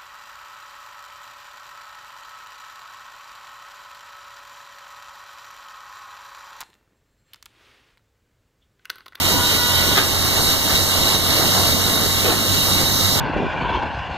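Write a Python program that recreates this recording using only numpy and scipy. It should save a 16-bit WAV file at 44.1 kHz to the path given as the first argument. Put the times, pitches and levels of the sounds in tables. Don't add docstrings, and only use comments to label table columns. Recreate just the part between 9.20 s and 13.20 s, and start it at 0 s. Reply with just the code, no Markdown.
import sys
import numpy as np
from scipy import signal
from scipy.fft import rfft, irfft, next_fast_len
from scipy.io import wavfile
from scipy.ndimage import uniform_filter1d, map_coordinates

SR = 44100
rng = np.random.default_rng(int(sys.argv[2]) if len(sys.argv) > 2 else 0)


def wrap_up_sound(samples):
    columns = np.atleast_2d(samples).T
    tamed = np.clip(columns, -1, 1)
    steps = np.round(tamed * 32767).astype(np.int16)
    wavfile.write(sys.argv[1], SR, steps)


N = 176400

# frequency_hz, density_db
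ROAR_SPECTRUM = [(15, -13), (30, -9), (65, 2.5), (140, -1), (210, -4), (330, -2.5), (600, -1), (900, -4),
                 (1400, -5), (1700, -7.5), (2000, -5.5), (2250, -0.5), (2480, -22.5), (2750, 1.5),
                 (3100, -5.5), (3600, -6.5), (5000, -11.5), (9000, -27)]
HISS_SPECTRUM = [(3500, -38), (3680, -47), (3745, 4.5), (3800, 4), (4050, -2), (4400, -4), (5200, -6),
                 (6300, -8), (7300, -9), (8400, -10), (9300, -15), (9950, -16.5), (10250, -7.5),
                 (10600, -11.5), (11700, -9), (12700, -11.5), (13500, -9), (15300, -16)]
# time_s, level_db
ROAR_ENVELOPE = [(0, -0.5), (.75, 1.3), (1, 0.7), (2.05, 0.8), (2.14, 1.3), (2.5, .4), (2.58, 0.3), (3, 0),
                 (3.4, -0.2), (4, -0.5)]
HISS_SURGES = [(0, -31.5), (.09, -24), (.2, -31), (.3, -26), (.45, -31), (.56, -28.5), (.63, -28.5),
               (.76, -30), (.82, -35), (.93, -32), (1.02, -31.5), (1.13, -28.5), (1.33, -25), (1.39, -34),
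               (1.55, -23.5), (1.65, -29.5), (1.72, -28), (1.95, -25), (1.99, -34.5), (2.12, -26),
               (2.51, -24), (2.54, -31), (2.73, -28.5), (3.08, -30), (3.2, -35), (3.33, -27), (3.6, -25.5),
               (3.68, -29.5), (3.8, -26), (3.92, -27), (4, -27)]
# time_s, rate_hz
FIRING_RATE = [(0, 89.5), (.7, 88), (1.2, 87.5), (1.9, 91.5), (2.6, 92.5), (3.3, 95.5), (4, 95.5)]
# time_s, level_db
THROB_ENVELOPE = [(0, -29.5), (.45, -37), (.57, -27.5), (.7, -34), (1.2, -32), (1.42, -38), (1.65, -31),
                  (2.1, -33), (2.4, -28.5), (2.58, -31.5), (2.9, -31.5), (3.1, -31.5), (3.5, -30),
                  (3.65, -28.5), (4, -29.5)]
# firing_rate_multiple, level_db
THROB_ORDERS = [(.5, -13.5), (1, 1), (1.5, -7.5), (2, -7.5), (2.5, -18.5)]
# frequency_hz, density_db
EXHAUST_SPECTRUM = [(25, 1), (70, -3), (110, -4.5), (190, 0.5), (290, 4), (380, -2.5), (700, -39)]
# pitch_hz, level_db
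MACHINE_TONES = [(915, -42), (1033, -53), (1091, -42), (1195, -43), (1324, -50), (1992, -43.5), (3461, -47),
                 (3749, -34.5)]
# harmonic_number, level_db
HIGH_HORN_HARMONICS = [(1, -52), (2, -35), (3, -34.5), (4, -38), (5, -39), (6, -38), (7, -43)]
LOW_HORN_HARMONICS = [(1, -49), (8, -31.5), (9, -38), (10, -33.5)]
# time_s, level_db
HIGH_HORN_ENVELOPE = [(0, -4), (.15, 1.5), (.23, 3), (.34, -1.5), (.43, 3), (.7, 1)]
LOW_HORN_ENVELOPE = [(0, -3), (.17, -3), (.24, -1), (.34, 2), (.46, -13), (.54, 10), (.63, -3), (.72, 0)]
# start_s, level_db
KNOCK_IMPACTS = [(.758, -17), (.770, -15), (.776, -11.5), (.797, -22)]
# centre_hz, bandwidth_hz, level_db
PLANK_RESONANCES = [(392, 150, 0.5), (620, 100, 1), (880, 93, 0.5), (1230, 110, 4.5), (1550, 190, 6),
                    (2140, 420, 2), (3430, 1200, -1)]
# frequency_hz, density_db
SWELL_SPECTRUM = [(60, -7), (160, 0.5), (320, -3), (480, -7), (660, 2), (900, -32), (2000, -24)]
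# start_s, level_db, pitch_hz
STICK_IMPACTS = [(3.044, -15, 460), (3.054, -14, 520), (3.079, -14.5, 500), (3.098, -14, 349),
                 (3.12, -15, 390)]
# pitch_multiple, level_db, t60_s
NOTE_MODES = [(1, -1.5, 0.067), (1.5, -10, 0.058)]
# centre_hz, bandwidth_hz, level_db
CLATTER_RESONANCES = [(337, 88, -4.5), (490, 67, -0.5), (710, 135, -6), (920, 77, -6), (1060, 160, -10.5),
                      (1450, 130, -13), (1670, 120, -13.5), (2720, 750, -11.5)]
# frequency_hz, correlation
PORT_CORRELATION = [(40, 1), (160, 0.86), (380, 0.42), (700, 0.74), (1000, 0.9), (1450, 0.97), (1800, 0.18),
                    (2100, 0.75), (2280, 0.94), (2700, 0.97), (2880, 0.95), (3200, 0.03), (3650, 1),
                    (3760, 0.75), (3950, 0.7), (4250, 1), (4400, 0.75), (4800, 0.74), (6500, 0.6),
                    (9200, 0.59), (9600, 0.8), (10400, 0.49), (11000, 0.86), (11700, 1), (12200, 0.5),
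                    (12900, 0.9), (13400, .63), (14000, .85), (14600, 0.4), (15200, 0.6)]
# frequency_hz, phase_rad
PORT_PHASE = [(40, .7), (330, .9), (460, .4), (1000, .1), (1550, -.1), (1880, -1.2), (2100, -2.8),
              (2330, -3.12), (2680, -3.17), (2850, -3.6), (3200, -5), (3650, -6.25), (4200, -6.9),
              (4550, -8.6), (5350, -9.8), (6500, -12.8), (7600, -15.5), (8200, -16.6), (9000, -18.8),
              (9600, -19.6), (9900, -21.7), (10500, -22.3), (11600, -25.2), (12700, -28.2), (13100, -28.9),
              (13900, -31.3), (15100, -34.5)]
# frequency_hz, level_db
PORT_BALANCE = [(40, -14), (90, -9.5), (140, -3), (300, -1.5), (450, 1), (1000, 0.1), (2700, -1.4),
                (4000, -2.5), (6500, -2.5), (9500, -0.2), (14000, -0.5)]

TIME_S = np.arange(N) / SR


def amp(db):
    return 10 ** (np.asarray(db) / 20)


def unit(x):
    return x / np.sqrt(np.mean(x ** 2) + 1e-20)


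def along(points, hz):
    knots_hz, values = np.transpose(points)
    return np.interp(np.log(hz + 1), np.log(np.sort(knots_hz) + 1), values)


def curve(rows):
    return np.interp(TIME_S, *np.transpose(rows))


def wobble(rate_hz):
    return map_coordinates(rng.standard_normal(2048), [TIME_S * rate_hz], mode="wrap")


def filtered(x, response):
    size = next_fast_len(N + SR // 2)
    return irfft(rfft(x, size) * response(np.fft.rfftfreq(size, 1 / SR)), size)[..., :N]


def spread(pair):
    def weights(hz):
        angle = np.arccos(np.clip(along(PORT_CORRELATION, hz), -1, 1)) / 2
        return np.array([np.cos(angle), np.sin(angle)])
    mid, side = filtered(pair, weights)
    return np.array([mid + side, mid - side])


def rush(spectrum, patchy_db):
    cells = signal.stft(rng.standard_normal((2, N)), nperseg=512)[2]
    patches = uniform_filter1d(rng.standard_normal(cells.shape[1:]), size=10, axis=0)
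    patches = uniform_filter1d(patches, size=9, axis=1)
    pair = signal.istft(cells * amp(patchy_db * unit(patches)), nperseg=512)[1][:, :N]
    return unit(filtered(spread(pair), lambda hz: amp(along(spectrum, hz))))


def tone(hz, drift_hz, flutter_db, rate_hz):
    phase = 2 * np.pi * (np.cumsum(hz + drift_hz * wobble(rate_hz)) / SR + rng.random())
    return unit(np.sin(phase) * amp(flutter_db * wobble(rate_hz)))


def hiss_surge_db():
    level_db = curve(HISS_SURGES)
    return level_db - level_db.mean()


def roar():
    level_db = -22.5 + curve(ROAR_ENVELOPE) + 0.33 * hiss_surge_db() + 0.34 * wobble(22.1)
    return amp(level_db) * rush(ROAR_SPECTRUM, patchy_db=1.48)


def hiss():
    crossover_hz = 5800
    surge_db = hiss_surge_db() + 0.54 * wobble(55)
    air = rush(HISS_SPECTRUM, patchy_db=1.0)
    edge = filtered(air, lambda hz: 1 / (1 + (hz / crossover_hz) ** 6))
    top = air - edge
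    level_db = -19.5 + 0.42 * wobble(220)
    return amp(level_db) * (edge * amp(0.56 * surge_db) + top * amp(0.29 * surge_db))


def engine():
    firing_hz = curve(FIRING_RATE)
    throb = sum(amp(db) * tone(order * firing_hz, drift_hz=2.83, flutter_db=2.5, rate_hz=20)
                for order, db in THROB_ORDERS)
    puffs = 1 + 0.17 * np.sin(2 * np.pi * np.cumsum(firing_hz) / SR)
    exhaust = unit(puffs * rush(EXHAUST_SPECTRUM, patchy_db=2))
    exhaust_db = -32 + 0.5 * TIME_S
    return amp(curve(THROB_ENVELOPE)) * throb + amp(exhaust_db) * exhaust


def machinery():
    return sum(amp(db) * tone(hz, drift_hz=3.73, flutter_db=1.0, rate_hz=18) for hz, db in MACHINE_TONES)


def horn(pitch_hz, harmonics, envelope):
    held_until_s, release_s = 0.74, 0.079
    gate = np.clip((held_until_s - TIME_S) / release_s + 1, 0, 1)
    blare = sum(amp(db) * tone(k * pitch_hz, drift_hz=0.91, flutter_db=3.0, rate_hz=23.4)
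                for k, db in harmonics)
    return gate * amp(curve(envelope)) * blare


def struck_wood(impacts, resonances, contact_t60_s, room_t60_s, room_db):
    power = np.zeros(N)
    for start_s, db in impacts:
        age_s = np.maximum(TIME_S - start_s, 0)
        contact = amp(-60 * age_s / contact_t60_s)
        tail = amp(room_db - 60 * age_s / room_t60_s)
        power += (TIME_S >= start_s) * amp(db) ** 2 * (contact ** 2 + tail ** 2)

    def body(hz):
        return sum((-1) ** k * amp(db) * 1j * hz * width / (centre ** 2 - hz ** 2 + 1j * hz * width)
                   for k, (centre, width, db) in enumerate(resonances))
    grit = spread(rng.standard_normal((2, N)))
    return filtered(grit * np.sqrt(power), body) / filtered(grit, body).std()


def low_swell():
    start_s, end_s, fade_s = 2.08, 2.55, 0.022
    gate = np.clip(np.minimum(TIME_S - start_s, end_s - TIME_S) / fade_s, 0, 1)
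    return amp(-29.5) * gate * rush(SWELL_SPECTRUM, patchy_db=-1.5)


def sticks():
    attack_s, clatter_db = 0.0017, -3
    notes = np.zeros(N)
    for start_s, db, pitch_hz in STICK_IMPACTS:
        age_s = np.maximum(TIME_S - start_s, 0)
        ring = sum(amp(mode_db - 60 * age_s / t60_s) * np.sin(2 * np.pi * multiple * pitch_hz * age_s)
                   for multiple, mode_db, t60_s in NOTE_MODES)
        notes += amp(db) * (1 - np.exp(-age_s / attack_s)) * ring
    impacts = [row[:2] for row in STICK_IMPACTS]
    clatter = struck_wood(impacts, CLATTER_RESONANCES, contact_t60_s=0.035, room_t60_s=0.23, room_db=-2.5)
    return notes + amp(clatter_db) * clatter


def ports(hz):
    sides = np.array([[0.5], [-0.5]])
    gain = amp(sides * along(PORT_BALANCE, hz))
    gain /= np.sqrt(np.mean(gain ** 2, axis=0))
    return gain * np.exp(1j * sides * along(PORT_PHASE, hz))


def scene():
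    sound = roar() + hiss() + engine() + machinery()
    sound += horn(pitch_hz=485.8, harmonics=HIGH_HORN_HARMONICS, envelope=HIGH_HORN_ENVELOPE)
    sound += horn(pitch_hz=392.3, harmonics=LOW_HORN_HARMONICS, envelope=LOW_HORN_ENVELOPE)
    knock = struck_wood(KNOCK_IMPACTS, PLANK_RESONANCES, contact_t60_s=0.07, room_t60_s=0.34, room_db=-6.5)
    return filtered(sound + knock + low_swell() + sticks(), ports)


def record(dry):
    return filtered(dry, lambda hz: hz < 15500)


dry = scene()
out = record(dry)
wrap_up_sound(out)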